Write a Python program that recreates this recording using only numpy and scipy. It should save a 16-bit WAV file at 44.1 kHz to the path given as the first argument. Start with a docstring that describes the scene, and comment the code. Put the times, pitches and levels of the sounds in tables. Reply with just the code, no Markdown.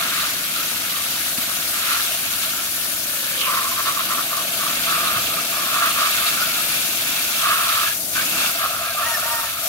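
"""A hollow plastic toy truck drums and gurgles in surges under the jet of a hose nozzle.
Random drop impacts ring the basket's side before 2 s, then the toy's shell, a wet air pocket and small cavities.
Around it, filtered impacts make hissing mist and spatter, beside a nozzle hiss of resonant noise. The toy is
turned by hand over a plastic basket. Run-off patters in the basket over a low rumble of noise, the toy
bumps the basket once as a short decaying tone, and near the end a rooster crows in gliding harmonics."""
import sys
import numpy as np
from scipy import signal
from scipy.fft import rfft, irfft, next_fast_len
from scipy.io import wavfile
from scipy.ndimage import uniform_filter1d, map_coordinates

SR = 44100
rng = np.random.default_rng(int(sys.argv[2]) if len(sys.argv) > 2 else 0)


def persist_wave(psi):
    """Save psi, clipped to +-1, as 16-bit WAV."""
    counts = np.round(np.clip(psi, -1, 1) * 32767).astype(np.int16)
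    wavfile.write(sys.argv[1], SR, np.atleast_2d(counts).T)


N = 426888
T = np.arange(N) / SR  # time in seconds


def amp(db):
    """Decibels to gain."""
    return 10 ** (np.asarray(db) / 20)


def unit(x):
    """Scale to rms 1."""
    return x / np.sqrt(np.mean(x ** 2) + 1e-20)


def along(points, hz):
    """Read (pitch_hz, value) points at any frequency, on a log axis."""
    point_hz, value = np.transpose(points)
    return np.interp(np.log(hz + 1), np.log(point_hz + 1), value)


def curve(points):
    """Join (time_s, value) points into one value per sample."""
    time_s, value = np.transpose(points)
    return np.interp(T, time_s, value)


def wobble(rate):
    """A smooth random curve with rate knots a second."""
    knots = rng.standard_normal(int(N * rate / SR) + 4)
    return map_coordinates(knots, [T * rate])


def bell(middle_s, half_s):
    """A smooth rise to 1 and fall around one moment."""
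    return np.exp(-((T - middle_s) / half_s) ** 2)


def filtered(x, response):
    """Shape x by a complex response of frequency."""
    size = next_fast_len(N + SR // 2)
    hz = np.fft.rfftfreq(size, 1 / SR)
    return irfft(rfft(x, size) * response(hz), size)[..., :N]


def coloured(x, spectrum):
    """Give x a spectrum, at rms 1."""
    return unit(filtered(x, lambda hz: amp(along(spectrum, hz))))


def ringing(x, modes):
    """Excite a set of parallel resonances with x, at rms 1."""
    def response(hz):
        return sum(
            amp(db) * 1j * hz * width / (centre * centre - hz * hz + 1j * hz * width)
            for centre, width, db in modes)
    return unit(filtered(x, response))


def impacts(per_second, spread_db):
    """Two streams of drop impacts of random moment, sign and size, at rms 1."""
    hit = rng.random((2, N)) < per_second / SR
    sign = np.sign(rng.standard_normal((2, N)))
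    size_db = spread_db * np.clip(rng.standard_normal((2, N)), -2, 2)
    return unit(hit * sign * amp(size_db))


def patchy(x, depth_db, size):
    """Each region of pitch swells and fades on its own as the water film shifts."""
    grid = signal.stft(x, nperseg=256)[2]
    field = rng.standard_normal(grid.shape[1:])
    field = uniform_filter1d(field, 7, 0)  # smooth across pitch
    field = uniform_filter1d(field, size, 1)  # smooth across time
    return signal.istft(grid * amp(depth_db * unit(field)), nperseg=256)[1][:, :N]


def uneven(x, level_db, reach_s):
    """Add eight weak copies at random short delays, giving a fine uneven colour; rms 1."""
    delays_s = rng.uniform(.1, 1, (8, 2)) * reach_s
    copies = 0
    for pair_s in delays_s:
        copies = copies + np.array([np.roll(port, round(d * SR)) for port, d in zip(x, pair_s)])
    return unit(x + amp(level_db) * unit(copies))


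def pocket(centre_hz, width_hz, waver_hz):
    """Each impact starts a short ring at the air pocket's present pitch, which wavers with the water in it."""
    envelope = filtered(impacts(per_second=900, spread_db=3), lambda hz: 1 / (1 + 1j * hz / width_hz) ** 2)
    phase = 2 * np.pi * np.cumsum(centre_hz + waver_hz * wobble(200)) / SR
    return unit(envelope * np.cos(phase))


def evened(x, span_s):
    """Even out slow chance swells in x over span_s; fast grain stays; rms 1."""
    power = np.abs(uniform_filter1d(x ** 2, int(span_s * SR), axis=-1))
    return unit(x / np.sqrt(power + 1e-20))


LEAD_S = 0.00013  # the left port hears the sound first
# Likeness of the spray at the two microphone ports, clipped to 0..1: pitch_hz, likeness (no unit)
SPRAY_LIKENESS = [(700, 3), (1300, 0.6), (2000, 0.01), (6000, 0.0941)]


def ports(pair, alike=SPRAY_LIKENESS):
    """Two unrelated sounds blend into left and right, with a set likeness and the left a little early."""
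    def turn(hz):
        return np.arccos(np.clip(along(alike, hz), 0, 1)) / 2
    mid, side = filtered(pair, lambda hz: np.array([np.cos(turn(hz)), np.sin(turn(hz))]))
    early_late = np.array([[1], [-1]])
    return filtered(
        np.array([mid + side, mid - side]),
        lambda hz: np.exp(1j * np.pi * hz * LEAD_S * early_late))


# The toy is lifted out of the basket: from_s, to_s
LIFT_S = [2.0, 2.4]


def lifted():
    """0 while the toy lies in the basket, 1 once it is held above it."""
    return np.interp(T, LIFT_S, [0, 1])


# The toy is turned upright: from_s, to_s
TURN_S = [4.66, 4.9]


def upright():
    """0 while the toy shows its underside, 1 once it is upright."""
    return np.interp(T, TURN_S, [0, 1])


MISS_S = 8.05  # the jet is furthest off the toy
LEAVE_S, RETURN_S = .105, 0.081  # it drifts off slowly and comes back faster
MISS_DB, MISS_MIST_DB = -18, -1.1  # level change of spatter and of mist at that moment


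def missing():
    """How far the jet is off the toy, 0 to 1."""
    return np.exp(-np.maximum((MISS_S - T) / LEAVE_S, (T - MISS_S) / RETURN_S) ** 3)


SWAY_DB, SWAY_PER_S = .5, 10  # the hand-held jet sways: depth, knots a second
# Drops landing on plastic and hands, before each layer's trim: time_s, level_db
LANDING = [(0.28, -28), (0.43, -30.5), (1.29, -30), (1.35, -35.5), (1.42, -30), (1.7, -31.5), (1.91, -29),
           (3.0, -34), (3.5, -31), (4.36, -31.5), (4.95, -28.5), (5.52, -31), (6.02, -28), (7.17, -30),
           (7.8, -27.5), (8.18, -32.5), (8.35, -29.5), (8.75, -34), (9.06, -33), (9.55, -35.5)]


def aim():
    """Level of the landing water; it drops away while the jet misses the toy."""
    return curve(LANDING) + MISS_DB * missing() + SWAY_DB * wobble(SWAY_PER_S)


RUMBLE_DB, RUMBLE_DB_PER_S = -52.5, 0.34  # level at the start, and its slow growth
SWELL_S, SWELL_HALF_S, SWELL_DB = 5.17, 0.13, 8.5  # one swell: middle, half length, rise
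LOW_LIKENESS = [(70, .97), (180, .87)]  # likeness at the two ports: pitch_hz, likeness
# Tone of the yard's rumble: pitch_hz, relative level_db
RUMBLE_TONE = [(33, -40), (55, 1), (78, -2.5), (97, 4.5), (130, -3.5), (400, -15.5), (1500, -47)]


def rumble():
    """The yard's low rumble is dark random noise that grows slowly and swells once."""
    level_db = RUMBLE_DB + RUMBLE_DB_PER_S * T + SWELL_DB * bell(SWELL_S, SWELL_HALF_S)
    noise = coloured(rng.standard_normal((2, N)), RUMBLE_TONE)
    return ports(amp(level_db) * noise, LOW_LIKENESS)


# Water falling in the basket, before a 3.5 dB lift: time_s, level_db
RUN_OFF = [(0.0, -45), (3.15, -47), (5.31, -41.5), (6.06, -46.5), (6.5, -43.5), (7.9, -47.5), (8.38, -40.5),
           (8.65, -50), (9.68, -53.5)]
# Dull tone of the basket: pitch_hz, relative level_db
BASKET_TONE = [(80, -33), (122, -5), (155, 1.5), (320, 2), (420, -8), (540, -1.5), (900, -8), (2000, -50)]


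def basket():
    """Run-off drops patter dully in the plastic basket."""
    patter = coloured(impacts(per_second=2500, spread_db=3.0), BASKET_TONE)
    return ports(amp(curve(RUN_OFF) + 3.5) * patter, LOW_LIKENESS)


THROAT_HZ, THROAT_WIDTH_HZ = 933, 46  # the fundamental carries only near the throat's resonance
CROW_SAG_HZ = 18.8  # each note sinks over its length
SCOOP, SCOOP_S = 0.12, 0.018  # each note scoops up and droops again: share of pitch, time
VOICING_S = 0.006  # fade in and out of each note
# The notes of the crow: start_s, length_s, pitch_hz, level_db, overtones_db
CROW_NOTES = [(8.838, 0.11, 840, -34, -1), (9.027, 0.15, 947, -32, 4), (9.225, 0.27, 939, -32, -1)]
# Harmonics of the voice: multiple (of the pitch), level_db
CROW_PARTIALS = [(1, -1.5), (2, -1), (3, -15), (6, -12)]


def rooster():
    """A thin crow of arched notes with a strong second harmonic, from the right, echoed by the yard."""
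    call = np.zeros(N)
    for start_s, length_s, hz, level_db, overtones_db in CROW_NOTES:
        inside_s = np.maximum(np.minimum(T - start_s, start_s + length_s - T), 0)
        scooped_hz = hz * (1 - SCOOP * np.exp(-inside_s / SCOOP_S))
        pitch_hz = scooped_hz - CROW_SAG_HZ * np.clip((T - start_s) / length_s, 0, 1)
        roughness = .019 * wobble(500) + .004 * wobble(45)
        phase = 2 * np.pi * np.cumsum(pitch_hz * (1 + roughness)) / SR
        partials = []
        for multiple, partial_db in CROW_PARTIALS:
            shimmer_db = 2 * min(multiple, 2) * wobble(60)
            partials.append(amp(partial_db + shimmer_db) * np.sin(round(multiple) * phase))
        fundamental, *overtones = partials
        tuned = np.exp(-((pitch_hz - THROAT_HZ) / THROAT_WIDTH_HZ) ** 2)
        throat = tuned * fundamental + amp(overtones_db) * sum(overtones)
        call = call + amp(level_db) * (1 - np.exp(-inside_s / VOICING_S)) * throat
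    t = T[:SR // 2]
    yard = rng.standard_normal((2, len(t))) * amp(-60 * t / .25)  # falls 60 dB in 0.25 s
    yard = yard / np.linalg.norm(yard[0])
    echo = signal.fftconvolve(call[None], yard, axes=1)[:, :N]
    return (call + .35 * echo) * amp([[-1], [2.5]])  # left and right gains in dB


def bump(start_s, level_db, pitch_hz, t60_s):
    """The toy knocks softly against the basket: one low tone, quick to rise and to die away."""
    t = np.maximum(T - start_s, 0)
    attack = 1 - np.exp(-t / 0.0021)
    return amp(level_db - 60 * t / t60_s) * attack * np.sin(2 * np.pi * pitch_hz * t)


NOZZLE_DB, NOZZLE_FOLLOWS = -29.5, 0.33  # the nozzle's own hiss, and its share of the mist's swings
# The mist over time, before a 4.5 dB lift: time_s, level_db
MIST_LEVEL = [(0.0, -31), (1.85, -27.5), (2.2, -28.5), (4.5, -29.5), (4.88, -28), (5.55, -29.5),
              (6.12, -27), (8.5, -28), (8.9, -34), (9.08, -29.5), (9.4, -29), (9.57, -35), (9.68, -25)]
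# Bright tone of the mist: pitch_hz, relative level_db
MIST_TONE = [(700, -29), (1300, -11.5), (2500, -9.5), (4200, -4.5), (6900, -3), (7600, -6.5), (8800, -2.5),
             (11000, -3.5), (12800, -0.5), (14100, -5.5)]
# Hiss resonances of the nozzle: pitch_hz, width_hz, relative level_db
NOZZLE_MODES = [(11160, 350, -4.5), (11770, 300, -1.5), (12650, 420, -8.5), (14540, 220, -7)]


def mist():
    """Countless fine drops land as a bright hiss; the nozzle itself hisses higher and more steadily."""
    level_db = curve(MIST_LEVEL) + MISS_MIST_DB * missing()
    fizz = patchy(impacts(per_second=16000, spread_db=5.0), depth_db=1.5, size=12)
    fizz = uneven(coloured(fizz, MIST_TONE), level_db=-15, reach_s=.006)
    nozzle_db = NOZZLE_DB + NOZZLE_FOLLOWS * (level_db - level_db.mean())
    nozzle = amp(nozzle_db) * ringing(rng.standard_normal((2, N)), NOZZLE_MODES)
    flicker = amp(0.68 * wobble(90))
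    return flicker * ports(amp(level_db + 4.5) * fizz + nozzle)


def recess_splash():
    """As the jet slides into a deepening recess the splash falls in pitch."""
    swell = np.exp(-.5 * ((T - 3.43) / 0.048) ** 2)
    fall_hz = np.interp(T, [3.38, 3.55], [3250, 2300])
    return amp(-25.0) * swell * pocket(fall_hz, width_hz=410, waver_hz=35)


# Spatter on the lifted toy lacks this band: middle, width, share lost
DIP_HZ, DIP_WIDTH_HZ, DIP_DEPTH = 1983, 230, 0.49
# The jet catches an edge of the toy and flares: middle_s, level_db, length_s (spread of the bell)
FLARES = [(1.381, -27, 0.0046), (2.435, -30, .012), (1.935, -34, 0.05), (3.416, -24, 0.0039),
          (6.13, -33, 0.043), (6.28, -29, .015), (8.193, -29.5, .025), (8.434, -27.5, 0.034)]
# Tone of the larger drops: pitch_hz, relative level_db
DROP_TONE = [(400, -32), (900, -9.5), (1400, 1.5), (1750, -1.5), (2050, -1.5), (2600, 1), (4200, 0),
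             (5200, -7), (8000, -10), (15000, -17)]
# Tone of single heavy drops: pitch_hz, relative level_db
TICK_TONE = [(1200, -23.5), (2800, 1), (4500, -4), (9000, -10)]
# The toy's thin panels: pitch_hz, width_hz, relative level_db
PANEL_MODES = [(2390, 63, 2), (2657, 114, 2), (3465, 170, -2), (4260, 200, -8.5)]


def spatter(landing_db):
    """Larger drops smack the plastic in uneven clumps, flare at its edges and ring its thin panels."""
    force = amp(landing_db + 4.0 + 0.46 * wobble(90))
    for middle_s, level_db, length_s in FLARES:
        force = force + amp(level_db) * np.exp(-.5 * ((T - middle_s) / length_s) ** 2)
    smacks = coloured(patchy(impacts(per_second=6000, spread_db=2.0), depth_db=2, size=4), DROP_TONE)
    ticks = amp(-7.5) * coloured(impacts(per_second=90, spread_db=1.5), TICK_TONE)
    smacks = uneven(smacks + ticks, level_db=-13, reach_s=.006)
    band = filtered(smacks, lambda hz: np.exp(-((hz - DIP_HZ) / (DIP_WIDTH_HZ / 2)) ** 2))
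    smacks = smacks - DIP_DEPTH * lifted() * band
    # the panels ring louder once the toy is turned upright
    panels_db = -16.5 + 10 * upright()
    panels = amp(panels_db) * ringing(impacts(per_second=2000, spread_db=2.0), PANEL_MODES)
    return ports(force * (smacks + panels) + recess_splash())


# The toy's low hollow note: time_s, level_db (before the surges strengthen it)
HOLLOW_LEVEL = [(0.0, -39), (0.2, -45), (0.65, -49.5), (1.9, -43), (3.3, -44), (5.0, -38.5), (5.5, -40),
                (8.1, -44.5), (8.65, -36.5), (9.33, -35.5), (9.55, -46), (9.68, -33)]
# Its inner air space sags as it is rolled over: time_s, pitch_hz
HOLLOW_PITCH = [(2.75, 675), (3.0, 635.7), (3.44, 515.1), (3.58, 668)]


def hollow(force):
    """The toy's inner air sounds low: fitful, then steadier and fed by surges once upright; flat as it rolls."""
    fitful_db = 2.2 * wobble(8) * (1 - upright())
    fed_by_jet = amp(-19.5) * force * upright()
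    level = np.hypot(amp(curve(HOLLOW_LEVEL) + fitful_db), fed_by_jet)
    note = pocket(curve(HOLLOW_PITCH), width_hz=52, waver_hz=20)
    return level * evened(note, span_s=.1)


ATTACK_S, RELEASE_S = 0.007, 0.012  # the jet slides on and off
EDGE_SHARE = 0.22  # longer surges have slower edges, by this share of their length (up to 0.12 s)
GLANCING_HZ = 1451  # pitch of the shallow pocket between surges


def drumming(surges, glancing_db):
    """Force and pitch of the drumming: glancing spray, overtaken by each surge in turn, weighted by power."""
    power = amp(glancing_db) ** 2
    pitch = power * GLANCING_HZ
    for start_s, length_s, level_db, pitch_hz in surges:
        slide_s = EDGE_SHARE * min(length_s, .12)
        before = np.maximum(start_s - T, 0) / (ATTACK_S + slide_s)
        after = np.maximum(T - start_s - length_s, 0) / (RELEASE_S + slide_s)
        surge = (amp(level_db) * np.exp(-np.minimum(before + after, 20))) ** 2
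        power = power + surge
        pitch = pitch + surge * pitch_hz
    return np.sqrt(power), pitch / power


GLANCING_DB = -12  # drumming between surges, relative to the landing water
FLUTTER_DB = 1.0  # the drumming flutters as the water film breaks
# Surges of drumming, on the basket's side before 2 s, then on the toy:
# start_s, length_s, level_db, pitch_hz (of the air pocket, heard only as the toy is lifted and after)
SURGES = [(0.0, 0.25, -29, 1265), (1.74, .14, -32, 1277), (1.89, 0.09, -25.5, 1414),
          (3.474, 0.11, -21.5, 1117), (3.62, .055, -25, 1080), (3.72, .02, -26, 1060),
          (3.786, 0.02, -22, 1126), (3.872, 0.027, -19, 1168), (3.972, 0.04, -23.5, 1139),
          (4.101, 0.038, -22.5, 1136), (4.185, 0.023, -23, 1298), (4.33, 0.072, -27, 1163),
          (4.617, 0.085, -27, 1196), (4.893, 0.077, -21, 1276), (5.02, 0.16, -24, 1250),
          (5.321, 0.074, -27.5, 1228), (5.54, .16, -28, 1163), (5.735, 0.054, -20.5, 1215),
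          (5.815, 0.063, -18, 1212), (5.975, 0.097, -21, 1200), (6.2, 0.082, -28, 1260),
          (6.34, .1, -30, 1420), (7.445, 0.087, -18.5, 1246), (7.56, 0.28, -22.5, 1284),
          (8.168, .035, -27, 1450), (8.349, .15, -30, 1418), (8.612, .055, -21, 1230),
          (8.73, .16, -28, 1306), (8.984, 0.062, -23, 1207), (9.067, 0.36, -28, 1336),
          (9.44, .24, -34, 1293)]
# The jet sets a small cavity ringing on one narrow note, and after 8.2 s a thin panel of the toy (the 2660 Hz
# row): start_s, length_s, level_db, pitch_hz
RINGS = [(0.564, 0.044, -30.5, 1340), (0.93, .08, -33.5, 1180), (2.53, 0.1, -35, 1370),
         (2.76, .12, -42, 1760), (3.08, .28, -41, 1726), (6.405, 0.02, -24, 1380),
         (6.44, 0.15, -31.5, 1380), (7.865, 0.047, -30, 1670), (8.168, 0.037, -28, 1564),
         (8.24, .23, -37, 2660)]
# The toy's shell: pitch_hz, width_hz, relative level_db
SHELL_MODES = [(1150, 40, -5), (1201, 22, 3.5), (1338, 55, -1.5), (1607, 43, -9), (2550, 100, -15.5)]
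# Its open underside: pitch_hz, width_hz, relative level_db
UNDERSIDE_MODES = [(1040, 45, -5), (1154, 91, 8), (1310, 32, 6), (1734, 86, -15)]
# The basket's side, sprayed while the toy lies in it: pitch_hz, width_hz, relative level_db
BASKET_WALL_MODES = [(1205, 75, 1.5), (1346, 100, 2), (1570, 60, -7)]


def toy(landing_db):
    """The jet drums the basket's side, then the toy's shell and wet air pocket, and rings small cavities."""
    force, pocket_hz = drumming(SURGES, landing_db + GLANCING_DB)
    ring_force, ring_hz = drumming(RINGS, -70)
    drops = impacts(per_second=2500, spread_db=3.5)
    shell = np.sqrt(upright()) * ringing(drops, SHELL_MODES)
    shell = shell + np.sqrt(1 - upright()) * ringing(drops, UNDERSIDE_MODES)
    gurgle = pocket(pocket_hz, width_hz=87, waver_hz=30)
    body = amp(-2.5) * shell + amp(-3.5) * gurgle
    basket_wall = ringing(drops, BASKET_WALL_MODES)
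    body = np.sqrt(lifted()) * body + np.sqrt(1 - lifted()) * basket_wall
    drum = force * amp(FLUTTER_DB * wobble(80)) * evened(body, span_s=.08)
    cavity = pocket(ring_hz, width_hz=58, waver_hz=25)
    drum = drum + ring_force * evened(cavity, span_s=.03)
    # a small shell radiates little bass: pitch_hz, level_db
    radiation = [(600, -2.5), (880, -18.5), (1030, -2.5), (4000, 7.0), (8000, -5)]
    drum = filtered(drum, lambda hz: amp(along(radiation, hz)))
    return ports(drum + hollow(force), [(700, 1.0), (2700, 0.6)])  # left and right alike in the lows


def scene():
    """All sources at the two ports."""
    landing_db = aim()
    yard = rumble() + basket() + rooster()
    knock = bump(start_s=1.383, level_db=-15.0, pitch_hz=244, t60_s=0.028)
    return yard + knock + mist() + spatter(landing_db) + toy(landing_db)


TOP_HZ = 15780  # band limit
# Difference in colour between the ports: pitch_hz, left_minus_right_db
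PORT_LEAN = [(150, 1), (680, 1), (1150, -3), (1420, -1), (1620, 3), (2000, 0), (3600, -5), (5000, 2),
             (6500, 5), (7800, 11.5), (10000, 12.5), (12200, 4.5), (13600, -7.5), (15500, 13)]


def record(dry):
    """Each port has its own colour at equal summed power; nothing is kept above the band limit."""
    def colour(hz):
        gains = amp(along(PORT_LEAN, hz) * np.array([[.5], [-.5]]))
        return gains / np.sqrt(np.mean(gains ** 2, axis=0)) * (hz < TOP_HZ)
    return filtered(dry, colour)


dry = scene()
out = record(dry)
persist_wave(out)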